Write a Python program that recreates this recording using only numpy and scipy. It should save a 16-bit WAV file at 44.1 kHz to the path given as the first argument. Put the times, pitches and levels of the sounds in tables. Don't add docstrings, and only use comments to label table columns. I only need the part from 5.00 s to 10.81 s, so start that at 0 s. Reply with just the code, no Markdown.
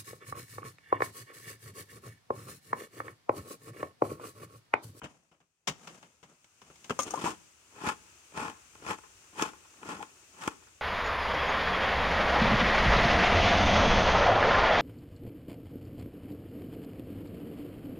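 import sys
import numpy as np
from scipy import signal
from scipy.fft import rfft, irfft, next_fast_len
from scipy.io import wavfile
from scipy.ndimage import uniform_filter1d, map_coordinates

SR = 44100
rng = np.random.default_rng(int(sys.argv[2]) if len(sys.argv) > 2 else 0)


def output_pcm(signal):
    pcm = np.clip(np.atleast_2d(signal).T, -1, 1) * 32767
    wavfile.write(sys.argv[1], SR, np.round(pcm).astype(np.int16))


N = 256220

# full_pressure_s, pressure_db, rise_s, hold_s, fall_s, thrust_re_pressure_db, crisp_re_pressure_db
STROKES = [(2.062, -48.5, 0.019, 0.087, 0.11, 5, -2.5), (2.251, -36, 0.21, 0.036, 0.1, -1.5, -6.5),
           (2.878, -30.5, 0.11, 0.011, 0.091, -9, -10.5), (3.368, -39.5, 0.048, 0.087, 0.14, -4, -11),
           (3.888, -33, 0.07, 0.026, 0.075, -6.5, -10.5), (4.402, -33.5, 0.057, 0.029, 0.13, -7, -9),
           (4.885, -41, 0.1, .035, 0.24, -3, -9.5), (5.422, -42, 0.088, 0.026, 0.17, -7.5, -8.5)]


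def amp(db):
    return 10 ** (np.asarray(db) / 20)


def unit(x):
    return x / np.sqrt(np.mean(x ** 2) + 1e-20)


def split(difference):
    return difference * np.array([[.5], [-.5]])


def along(points, hz):
    freqs, values = np.transpose(points)
    return np.interp(np.log(hz + 1), np.log(freqs + 1), values)


def add(track, s, sound):
    room = track[..., max(round(s * SR), 0):][..., :sound.shape[-1]]
    room += sound[..., :room.shape[-1]]


def filtered(x, response):
    size = 2 * next_fast_len(N // 2 + SR // 4)
    return irfft(rfft(x, size) * response(np.fft.rfftfreq(size, 1 / SR)), size)[..., :N]


def causal(spectrum, hz):
    cepstrum = irfft(np.log(unit(amp(along(spectrum, hz))) + 1e-6))
    half = len(cepstrum) // 2
    return np.exp(rfft(np.r_[cepstrum[0], 2 * cepstrum[1:half], np.zeros(half)]))


def coloured(envelope, spectrum):
    # freq_hz, correlation
    alike = [(100, 0.93), (300, 0.95), (640, 0.77), (1400, 0), (3000, 0), (15000, 0)]

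    def response(hz):
        angle = np.arccos(np.clip(along(alike, hz), -1, 1)) / 2
        return causal(spectrum, hz) * [np.cos(angle), np.sin(angle)]
    mid, side = filtered(envelope * rng.standard_normal((2, N)), response)
    return np.array([mid + side, mid - side])


def slips(rate, scatter_db):
    gap_draws, size_draws = rng.standard_normal((20000, 2)).T
    at = (np.cumsum(np.exp(.6 * gap_draws)) * SR / rate).astype(int)
    size = amp(scatter_db * np.clip(size_draws, -2, 1.6))
    return unit(np.bincount(at[at < N], size[at < N], N))


def crumble(impulses, life_s):
    energy = signal.lfilter([1], [1, -np.exp(-1 / (life_s * SR))], impulses ** 2)
    return unit(np.sqrt(energy))


def swell(s, rise, hold, fall, depth_db=25.5, curve=0.93):
    t = np.arange(N) / SR - s
    away = np.maximum(np.maximum(-t / rise, (t - hold) / fall), 0)
    return -depth_db * np.minimum(away, 5) ** curve


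def patchy(x, depth_db):
    hz, _, bands = signal.stft(x, SR, nperseg=1024)
    field = uniform_filter1d(rng.standard_normal(bands.shape[1:]), size=5, axis=0)
    field = uniform_filter1d(field, size=15, axis=1)
    gain_db = depth_db * unit(field) / (1 + hz[:, None] / 2500)
    return signal.istft(bands * amp(gain_db), SR, nperseg=1024)[1][:, :N]


def ringing(modes, spread_rad):
    t = np.arange(SR // 4) / SR
    out = np.zeros((2, len(t)))
    for hz, db, t60 in modes:
        chatter = np.cumsum(rng.standard_normal(len(t))) * np.sqrt(hz / SR * (.08 + hz / 40000))
        phase = 2 * np.pi * hz * t + chatter + spread_rad * rng.standard_normal((2, 1))
        out += amp(db + rng.normal(0, 1.13) - 60 * t / t60) * np.sin(phase)
    return out * (1 - np.exp(-t / 0.00072))


def background():
    # time_s, level_db
    bed_levels = [(0, -77), (.48, -87.5), (.7, -88.5), (.85, -68), (1.2, -76.5), (1.55, -72.5),
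                  (2.1, -59.5), (2.56, -68.5), (2.9, -64.5), (5.5, -64.5), (5.81, -67)]
    # freq_hz, level_db
    air_spectrum = [(25, -16), (50, -3), (72, 3), (110, -1.5), (190, -21.5), (250, -14.5), (370, -5.5),
                    (520, -23), (760, -17.5), (1300, -6.5), (1900, -15), (2600, -4.5), (3800, -17),
                    (6000, -52.5)]
    hiss_spectrum = [(2000, -3), (3800, -6), (5200, -1.5), (6400, 4), (8500, -0.5), (11000, -12),
                     (16000, -16)]
    db = np.interp(np.arange(N) / SR, *np.transpose(bed_levels))
    air = patchy(coloured(amp(db + 0.5), air_spectrum), depth_db=2.0)
    return air + coloured(amp(db + 5), hiss_spectrum)


def knocks():
    # start_s, level_db, hardness_db, rise_s, knock_t60_s
    contacts = [(0.017, -44.5, -20, 0.00051, 0.074), (0.031, -44.5, -5, 0.013, 0.13),
                (0.313, -66.5, -6, .0018, 0.22), (0.402, -68.5, -4, .001, 0.15),
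                (0.671, -33, 5, 0.0067, 0.13), (0.87, -47, 0.5, 0.0052, 0.12),
                (.945, -59, -12, .003, 0.045), (1.027, -54.5, -2, .001, 0.12),
                (1.228, -57, -1, 0.0009, 0.17), (1.443, -56.5, 7, 0.00084, 0.023),
                (1.615, -57.5, 0.5, 0.0017, 0.12), (1.698, -60.5, -6, 0.0056, 0.11),
                (1.757, -68.5, 11.5, 0.00087, 0.089), (1.843, -54, 6.5, 0.0007, 0.077),
                (1.895, -36, -4.5, 0.0029, 0.072), (1.905, -36, -4.5, 0.00078, 0.068),
                (1.991, -39, 2.5, 0.00068, 0.17)]
    # freq_hz, level_db
    thud_spectrum = [(25, -12), (70, -1), (110, -2.5), (160, 7.5), (220, -0.5), (300, 4), (420, -7),
                     (560, -3.5), (800, -27.5), (3000, -77)]
    wood_spectrum = [(100, -44.5), (400, -3), (600, -0.5), (1050, 2.5), (1500, -2), (2000, -9),
                     (3000, -3.5), (4200, -43), (9000, -63)]
    crack_spectrum = [(500, -70), (1400, -4), (1900, 1), (2150, 8), (2500, 2.5), (3300, 6), (4200, -2),
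                      (5300, 1.5), (6400, 3.5), (8500, -4.5), (11000, -18), (16000, -19)]
    thud, knock, crack = np.zeros((3, N))
    t = np.arange(SR // 3) / SR

    def blow(rise, t60):
        return np.minimum(t / rise, 1) * amp(-60 * np.maximum(t - rise, 0) / t60)
    for s, db, hard_db, rise, t60 in contacts:
        add(thud, s, amp(db - 3.5 - 0.22 * hard_db) * blow(rise, 1.38 * t60))
        add(knock, s, amp(db + 2.5) * blow(rise, t60))
        add(crack, s, amp(db + 1 + hard_db) * blow(rise, 0.77 * t60))
    grit = crumble(slips(rate=1400, scatter_db=2.0), life_s=0.0015)
    return (coloured(thud, thud_spectrum) + coloured(knock * grit, wood_spectrum)
            + coloured(crack * grit, crack_spectrum))


def rustle():
    # fullest_s, level_db, rise_s, fall_s
    reaches = [(.08, -61.5, .07, 0.33), (.83, -53, 0.15, 0.19), (.91, -53.5, 0.095, 0.34),
               (1.299, -61.5, 0.078, 0.15), (1.679, -60, .08, .2), (1.87, -62, .12, 0.088)]
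    # freq_hz, level_db
    cloth_spectrum = [(60, -10), (150, 13), (330, 4.5), (600, 5), (1250, 2.5), (1900, -3), (2900, -4),
                      (4200, -11.5), (6500, -3), (9000, -10.5), (15000, -30)]
    level_db = np.max([db + swell(s, rise, 0, fall) for s, db, rise, fall in reaches], axis=0)
    clumps = crumble(slips(rate=260, scatter_db=3), life_s=.006)
    return coloured(amp(level_db) * clumps, cloth_spectrum)


def nut_bumps():
    # start_s, level_db
    bumps = [(0.317, -63), (1.23, -57), (1.316, -57), (1.618, -52), (1.701, -47), (1.896, -36),
             (1.906, -19)]
    # pitch_hz, level_db, t60_s
    nut_modes = [(164, -7, 0.072), (232.6, -5.5, 0.067), (397, 0.5, 0.03), (554, -16, 0.032),
                 (1142, -19, 0.067), (1270, 3.5, 0.017), (1450, -11, 0.028)]
    out = np.zeros((2, N))
    for s, db in bumps:
        add(out, s, amp(db) * ringing(nut_modes, spread_rad=0.31))
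    return out


def grater_clinks():
    # start_s, stem_db, teeth_db
    clinks = [(1.99, -25, -29.5), (2.003, -56, -31), (2.021, -61, -33.5), (2.031, -52, -32.5),
              (2.106, -43, -33.5), (2.138, -32, -44), (2.155, -40.5, -40), (2.263, -62, -46)]
    # pitch_hz, level_db, t60_s
    stem_modes = [(532, 1, 0.047), (1040, 0, 0.055), (1204, -1.5, 0.11), (1495, -10, 0.065)]
    teeth_modes = [(5620, -6, 0.04), (6620, 0.5, 0.043), (6380, 3.5, 0.033), (7200, -14, 0.023),
                   (8160, -16, .03), (8370, -11, 0.074), (8770, -8, 0.048)]
    out = np.zeros((2, N))
    for s, stem_db, teeth_db in clinks:
        add(out, s, amp(stem_db + split(4)) * ringing(stem_modes, spread_rad=0.27))
        add(out, s, amp(teeth_db) * ringing(teeth_modes, spread_rad=2.5))
    return out


def pressing():
    let_go_db, steepening = 11, 1.36
    thrust_slope, crisp_slope = 0.76, 0.925
    lurches_per_s, lurch_db = 130, 1.5
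    drive = np.zeros((3, N))
    for s, db, rise, hold, fall, thrust_db, crisp_db in STROKES:
        effort = swell(s, rise, hold, fall)
        falling = np.arange(N) > (s + hold) * SR
        effort = effort + falling * steepening * np.minimum(effort + let_go_db, 0)
        on = effort > -60
        levels = [effort[on], thrust_db + thrust_slope * effort[on], crisp_db + crisp_slope * effort[on]]
        drive[:, on] = np.maximum(drive[:, on], amp(db + np.array(levels)))
    lurches = map_coordinates(rng.standard_normal(4000), [np.arange(N) * lurches_per_s / SR], order=1)
    return drive * unit(amp(lurch_db * lurches))


def shell(force):
    # pitch_hz, width_hz, level_db, left_minus_right_db, left_lead_rad
    modes = [(448, 44, -3, 0.5, -1.2), (864, 57, 2.5, -1, 0.7), (1045.5, 53, 2, 8, 1.32),
             (1130, 83, -0.5, 4, 1.07), (1276, 99, -3, 6, 0.95), (1417, 59, 1, -0.5, 0.61),
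             (1494, 46, -3.5, 3.5, -1.8), (1707, 92, -2.5, -3.5, -2), (1905, 140, -10, 6, -3),
             (2290, 89, -12, 1.5, -2.9), (2530, 102, -6, 3, -1.46), (2730, 43, -19, 11, -1),
             (2960, 640, -18, -3, -0.5), (3390, 84, -10, -4, -2)]

    def response(hz):
        total = 0
        for k, (pitch, width, db, pan_db, lead) in enumerate(modes):
            resonance = 1j * hz * width / (pitch ** 2 - hz ** 2 + 1j * hz * width)
            radiation = amp(db + split(pan_db)) * np.exp(1j * split(lead))
            total += (-1) ** k * radiation * resonance
        total /= 1 + (hz / 4200) ** 4
        return total / np.sqrt(np.mean(np.abs(total) ** 2))
    return filtered(force, response)


def grating():
    # freq_hz, level_db
    bench_spectrum = [(25, -35), (60, -12), (120, -8), (215, -2), (245, -4), (300, -0.5), (435, -5),
                      (500, -10.5), (570, -10.5), (750, -10), (1500, -42), (4000, -78)]
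    fibre_spectrum = [(300, -10), (1500, -1), (3000, 6), (4000, -3.5), (5200, 0.5), (7000, 1.5),
                      (8700, -1.5), (11000, -13.5), (16000, -19)]
    pressure, thrust, crisp = pressing()
    push, shove, burst = catches()
    tears = slips(rate=470, scatter_db=3.3)
    rasp = crumble(tears, life_s=.0025)
    snaps = crumble(slips(rate=4000, scatter_db=4), life_s=.0005)
    force = pressure * (amp(-2.5) * tears + amp(-4.5) * rasp * rng.standard_normal((2, N)))
    ring = shell(force + push + fingers())
    bench = coloured(amp(-1.5) * thrust * rasp + shove, bench_spectrum)
    fibres = coloured(amp(1.5) * crisp * unit(np.sqrt(rasp) * snaps) + burst, fibre_spectrum)
    return ring + bench + fibres


def catches():
    # start_s, level_db, thrust_offset_db, crisp_offset_db
    snags = [(2.131, -36, -12, -28), (2.239, -21.5, 4, -35), (2.265, -20, -10, -34), (2.838, -36, 9, -27),
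             (2.872, -17, 0, -32), (2.888, -13.5, -30, -20), (3.375, -22, -3, -17), (3.398, -24, -17, -28),
             (3.433, -32, -23, -15), (3.462, -29, -5, -22), (3.48, -23, -16, -27), (3.498, -27.5, -9, -13),
             (3.752, -37.5, -2.5, -12), (3.822, -38, 2, -38), (3.864, -22, -14, -27), (3.887, -24, -8, -30),
             (3.93, -24, -18, -28), (3.985, -34, -10, -13), (4.394, -15.5, -6, -45), (4.423, -19, -7, -4),
             (4.532, -35, -8.5, -26), (4.829, -27, -14, -31), (5.026, -22.5, -7.5, -17),
             (5.437, -24.5, -20, -13), (5.476, -11.5, -5, -15)]
    push, shove, burst = np.zeros((3, N))
    t = np.arange(SR // 20) / SR
    for s, db, thrust_db, crisp_db in snags:
        add(push, s + 0.000918, amp([db + 9.5]))
        add(shove, s, amp(db + thrust_db - 8 - 60 * t / 0.017))
        add(burst, s, amp(db + crisp_db - 1.5 - 60 * t / .016))
    return push, shove, burst


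def squeaks():
    # start_s, length_s, start_hz, end_hz, level_db
    skids = [(2.138, 0.014, 836, 1153, -25), (2.174, 0.019, 1044, 1150, -33.5),
             (2.256, 0.036, 866, 980, -26), (5.003, 0.027, 860, 800, -38)]
    out = np.zeros((2, N))
    for s, length, start_hz, end_hz, db in skids:
        progress = np.minimum(np.arange(SR // 20) / (length * SR), 1)
        waver = 0.098 * unit(uniform_filter1d(rng.standard_normal(len(progress)), size=120))
        hz = (start_hz + (end_hz - start_hz) * progress) * (1 + waver)
        phase = 2 * np.pi * np.cumsum(hz) / SR + split(1)
        tone = np.sin(phase) + amp(-39) * np.sin(2 * phase)
        envelope = np.sin(np.pi * progress ** 0.42)
        add(out, s, amp(db + split(5)) * envelope * tone)
    return out


def fingers():
    seated_s, delay_s, level_db = 2.5, .13, -61
    regrips = [swell(s + hold + delay_s, rise=.16, hold=0, fall=0.4)
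               for s, _, _, hold, *_ in STROKES if s > seated_s]
    hairs = crumble(slips(rate=70, scatter_db=10.5), life_s=0.0088)
    return amp(level_db + np.max(regrips, axis=0)) * hairs * rng.standard_normal((2, N))


def nearby(x):
    # left_delay_s, right_delay_s, level_db
    reflections = [(.0011, 0.0015, -39), (.0023, 0.0016, -16.5), (.0037, .0043, -10.5),
                   (.0062, 0.0044, -34), (.0094, 0.012, -12)]

    def response(hz):
        echoes = sum(amp(db) * np.exp(-2j * np.pi * hz * np.array([[left], [right]]))
                     for left, right, db in reflections)
        return 1 + echoes * hz ** 2 / (hz ** 2 + 1500 ** 2)
    return filtered(x, response)


def shelter(x):
    # freq_hz, t60_s
    decay_times = [(150, 0.79), (500, 0.57), (1200, 0.37), (6500, 0.47), (14000, 0.62)]
    hz, t, bands = signal.stft(rng.standard_normal((2, SR * 3 // 4)), SR, nperseg=256)
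    decay = amp(-60 * t / along(decay_times, hz)[:, None])
    tail = signal.istft(bands * decay, SR, nperseg=256)[1]
    delayed = np.pad(x, ((0, 0), (300, 0)))
    return signal.fftconvolve(delayed, tail / np.linalg.norm(tail[0]), axes=1)[:, :N]


def scene():
    work = nearby(grating() + squeaks() + knocks() + nut_bumps() + grater_clinks() + rustle())
    return work + amp(-21.0) * shelter(work) + background()


def record(dry):
    # freq_hz, left_minus_right_db
    balance = [(90, 4.5), (190, 1), (320, 0), (600, 2.5), (750, 3.5), (1800, 2.5), (2600, 4.5), (4800, 7.5),
               (6400, 13), (7400, -0.5), (8500, -10), (10000, -6), (12000, -1), (15500, 6)]
    low_cut_hz, top_hz = 62, 15950

    def response(hz):
        ports = amp(split(along(balance, hz)))
        ports /= np.sqrt(np.mean(ports ** 2, axis=0))
        s = 1j * hz / low_cut_hz
        low_cut = s * s / (s * s + np.sqrt(2) * s + 1)
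        return ports * low_cut * (hz < top_hz)
    return filtered(dry, response)


dry = scene()
out = record(dry)
output_pcm(out)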